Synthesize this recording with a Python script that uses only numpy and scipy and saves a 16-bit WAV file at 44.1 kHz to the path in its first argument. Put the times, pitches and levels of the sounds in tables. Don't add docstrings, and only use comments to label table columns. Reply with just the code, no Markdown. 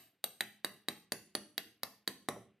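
import sys
import numpy as np
from scipy import signal
from scipy.fft import rfft, irfft
from scipy.io import wavfile
from scipy.ndimage import uniform_filter1d

SR = 44100
rng = np.random.default_rng(int(sys.argv[2]) if len(sys.argv) > 2 else 0)


def transcribe(signal):
    frames = np.atleast_2d(signal).T
    limited = np.clip(frames, -1, 1)
    pcm = np.round(limited * 32767).astype(np.int16)
    wavfile.write(sys.argv[1], SR, pcm)


N = 114660
t = np.arange(SR // 2) / SR
SIDE = np.array([[.5], [-.5]])


def amp(db):
    return 10 ** (np.asarray(db) / 20)


def curve_at(points, hz):
    freqs, values = np.transpose(points)
    return np.interp(np.log(hz + 1), np.log(freqs), values)


def fade(time, t60):
    return np.exp(-np.log(1000) * time / t60)


def add(mix, start_s, sound):
    at = round(start_s * SR)
    sound = sound[:, max(-at, 0):]
    span = mix[:, max(at, 0):][:, :sound.shape[1]]
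    span += sound[:, :span.shape[1]]


def colour(x, points):
    size = x.shape[-1]
    log_gain = np.log(amp(curve_at(points, abs(np.fft.fftfreq(size, 1 / SR)))))
    response = np.exp(np.conj(signal.hilbert(log_gain)))[:size // 2 + 1]
    return irfft(rfft(x) * response, size)


def pair(a, b, likeness):
    angle = np.arccos(np.clip(likeness, -1, 1)) / 2
    mid, side = a * np.cos(angle), b * np.sin(angle)
    return np.array([mid + side, mid - side])


# (frequency [Hz], relative level [dB])
ROOM_TONE = [(25, -5.5), (60, 6), (110, -2.5), (350, -3.5), (800, -15.5), (3500, -10), (6000, -22),
             (15000, -26)]


def room_tone(level_db=-72.5):
    noise = colour(pair(*rng.standard_normal((2, N)), likeness=1), ROOM_TONE)
    return amp(level_db) * noise / noise.std()


# (frequency [Hz], relative level [dB])
CRACK_SPECTRUM = [(60, -18), (300, 1.5), (1200, 0.5), (2400, -4.5), (3300, 3), (5500, -6), (7200, -5),
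                  (9200, -6.5), (12000, -3.5), (14000, -24), (16500, -22.5)]


def crack():
    noise = pair(*rng.choice([-1., 1.], (2, len(t))), likeness=0.76)
    return amp(-24.5) * colour(noise * fade(t, t60=0.018), CRACK_SPECTRUM)


# (tag, frequency [Hz], relative level [dB], t60 [s],
# left minus right [dB], left lag [rad]). The last three tags mark sets of edge modes, not pitch order.
METAL_MODES = [ ("clank", 1736, -28, 0.0043, -1, .2), ("clank", 1866, -26.5, 0.0066, -1, .3),
               ("clank", 3000, -34.5, 0.0021, -1, 0.54), ("thud", 5782, -71, .33, 0, .5),
               ("ping", 3907, -23.5, 0.017, -0.99, .5), ("clink", 4490, -20, 0.0095, -2.9, 0.88),
               ("zing", 8330, -36, 0.024, 1.5, 1.9), ("zing", 13215, -39, .026, 1, .8),
               ("zing", 11000, -70.5, 0.097, 0.83, .5), ("low", 12000, -23.5, 0.036, 0.9, 2.1),
               ("mid", 9970, -32.5, 0.032, 1, 1), ("mid", 10350, -41.5, 0.0071, 1, .9),
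               ("top", 14000, -34.5, 0.00833, 1, 0.27), ("top", 12350, -31, .011, 1, .5), ]


def metal_ring(part_db, contact_s=0.00059):
    ring = np.zeros((2, len(t)))
    for part, hz, db, t60, pan_db, lag in METAL_MODES:
        if part not in part_db:
            continue
        detune = .003 * rng.standard_normal() * fade(t60, 0.26)
        tone = np.sin(2 * np.pi * hz * (1 + detune) * t - SIDE * lag)
        ring += amp(db + part_db[part] + SIDE * pan_db) * fade(t, t60) * tone
    return ring * (1 - np.exp(-t / contact_s))


# (part of the blow, frequency [Hz], relative level [dB], t60 [s])
TABLE_AND_ROOM_MODES = [ ("thud", 119, -68.5, .5), ("thud", 210, -60, 0.34), ("thud", 257.2, -44.5, 0.038),
                        ("thud", 331.6, -39, 0.031), ("body", 388, -51, 0.08), ("body", 456.4, -45.5, 0.04),
                        ("body", 590, -47, 0.051), ("knock", 685, -43.5, 0.032),
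                        ("knock", 772.6, -39, 0.018), ("knock", 1049, -38.5, 0.012), ]


def thud_and_boom(part_db, push_s=0.0008, cushion_s=0.00034):
    push = amp(-43 + part_db["thud"]) * (1 - t / push_s) * np.exp(-t / push_s)
    ring = sum(amp(db + part_db[part]) * fade(t, t60) * np.cos(2 * np.pi * hz * t)
               for part, hz, db, t60 in TABLE_AND_ROOM_MODES)
    return push + (1 - np.exp(-t / cushion_s)) * ring


# (frequency [Hz], level [dB])
ROOM_COLOUR = [(60, -1), (110, 1.5), (200, -1), (350, -5), (600, -7), (1100, -5.5), (1900, -9),
               (2800, -1.5), (4000, -15.5), (4700, -10.5), (6000, -4.5), (8300, -9), (10000, -5.5),
               (12200, -7.5), (13200, -6.5), (14500, -14.5)]
# (frequency [Hz], t60 [s])
ROOM_DECAY = [(100, 0.61), (300, 0.47), (800, 0.36), (2000, 0.38), (4500, 0.47), (9000, 0.5), (14000, 0.43)]
# (frequency [Hz], likeness [0-1])
ROOM_STEREO = [(60, 1), (200, .96), (950, .9), (2400, .68), (6000, 0.041), (15000, 0.042)]


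def reverb(direct, delay_s=0.0019, build_s=0.0046):
    hz, time, bands = signal.stft(rng.standard_normal((2, len(t))), SR, nperseg=256)
    early = amp(8) * fade(time, t60=0.12)
    late = fade(time, curve_at(ROOM_DECAY, hz)[:, None])
    build = np.clip((t - delay_s) / build_s, 0, 1)
    tail = signal.istft(bands * np.hypot(late, early), SR, nperseg=256)[1][:, :len(t)]
    spectrum = rfft(tail * build, SR)
    power = abs(uniform_filter1d(abs(spectrum) ** 2, size=81, axis=1))
    flat = spectrum / np.sqrt(power + 1e-12)
    likeness = curve_at(ROOM_STEREO, np.fft.rfftfreq(SR, 1 / SR))
    stereo_tail = irfft(pair(*flat, likeness))[:, :len(t)]
    response = colour(stereo_tail * build, ROOM_COLOUR)
    return signal.fftconvolve(direct.mean(0)[None], response, axes=1)[:, :len(t)]


BLOW_GAIN_DB = 7.5
# (time [s], crack [dB], thud [dB], knock [dB],
# clank [dB], ping [dB], clink [dB], zing [dB], edge ring [dB], tag of the edge modes that ring).
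# The tags pick about 10 kHz ("mid"), 12 kHz ("low") or 12.35-14 kHz ("top").
HAMMER_BLOWS = [ (-.075, -2, -6.5, -2.5, -12.5, -2, -5, 7.5, 7, "top"),
                (0.2408, -1.5, -6, -4.5, -16, -1.5, -9.5, 9.5, -8, "low"),
                (0.4074, -0.5, 0.5, -4, 7.5, 3, -6.5, 0.5, -9.5, "low"),
                (0.6462, -3, -1, -7, 3.5, 0.5, -1.5, 4, -4, "mid"),
                (0.8851, -3.5, 2.5, 2.5, 2.5, 2.5, -4.5, 4, -11, "mid"),
                (1.1206, 0, 4, -2, 1, -7, -0.5, 2.5, -1, "mid"),
                (1.3514, 0, 3, -0.5, -3.5, -8.5, 2, -6, -3, "mid"),
                (1.5795, -3, -2.5, 2, 3, -2, -1.5, -17, 4, "top"),
                (1.8331, -2, -2.5, 2.5, -2, -4, -2, -12.5, 3, "top"),
                (2.0765, -3.5, 1.5, -4.5, 2, 1.5, 1, 4.5, -9.5, "mid"),
                (2.2867, -2, 8, 12, 2, -4.5, -17, -3, -4.5, "mid"), ]


def blow(crack_db, thud_db, knock_db, clank_db, ping_db, clink_db, zing_db, edge_db, edge):
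    body_db = 1.64 * thud_db
    part_db = {"thud": thud_db, "body": body_db, "knock": knock_db, "clank": clank_db,
               "ping": ping_db, "clink": clink_db, "zing": zing_db, edge: edge_db}
    direct = amp(crack_db) * crack() + metal_ring(part_db) + thud_and_boom(part_db)
    return amp(BLOW_GAIN_DB) * (direct + reverb(direct))


def rebound(rise_s=0.0057):
    swell = 1 - np.exp(-t / rise_s)
    thud = thud_and_boom({"thud": -7.5, "body": 8.5, "knock": 8.5})
    bump = np.tile(swell * thud, (2, 1))
    return amp(BLOW_GAIN_DB) * (bump + reverb(bump))


def scene():
    mix = room_tone()
    for start_s, *parts in HAMMER_BLOWS:
        add(mix, start_s, blow(*parts))
    add(mix, start_s=2.361, sound=rebound())
    return mix


# (frequency [Hz], left minus right [dB])
MIC_BALANCE = [(40, -5.5), (120, 0), (300, -1), (1000, -1), (2500, -0.5), (4500, -0.5), (8000, 0.5),
               (14000, 1.5)]


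def record(dry, low_cut_hz=151, high_cut_hz=16600, threshold_db=-89.5, range_db=11.5):
    low_cut = signal.butter(2, low_cut_hz, "high", fs=SR, output="sos")
    hz, _, bands = signal.stft(signal.sosfilt(low_cut, dry), SR, nperseg=256)
    power = uniform_filter1d((abs(bands) ** 2).mean(0), size=33, axis=0)
    power = uniform_filter1d(power, size=5, axis=1).clip(0)
    faintness = 1 / (1 + (power / amp(threshold_db) ** 2) ** 2)
    cut_db = range_db * (0.5 + faintness)
    balance_db = SIDE[:, None] * curve_at(MIC_BALANCE, hz)[:, None]
    suppressed = signal.istft(bands * amp(balance_db - cut_db), nperseg=256)[1][:, :N]
    low_pass = signal.firwin(511, high_cut_hz, window=("kaiser", 9), fs=SR)
    return signal.oaconvolve(suppressed, low_pass[None], "same", axes=1)


dry = scene()
out = record(dry)
transcribe(out)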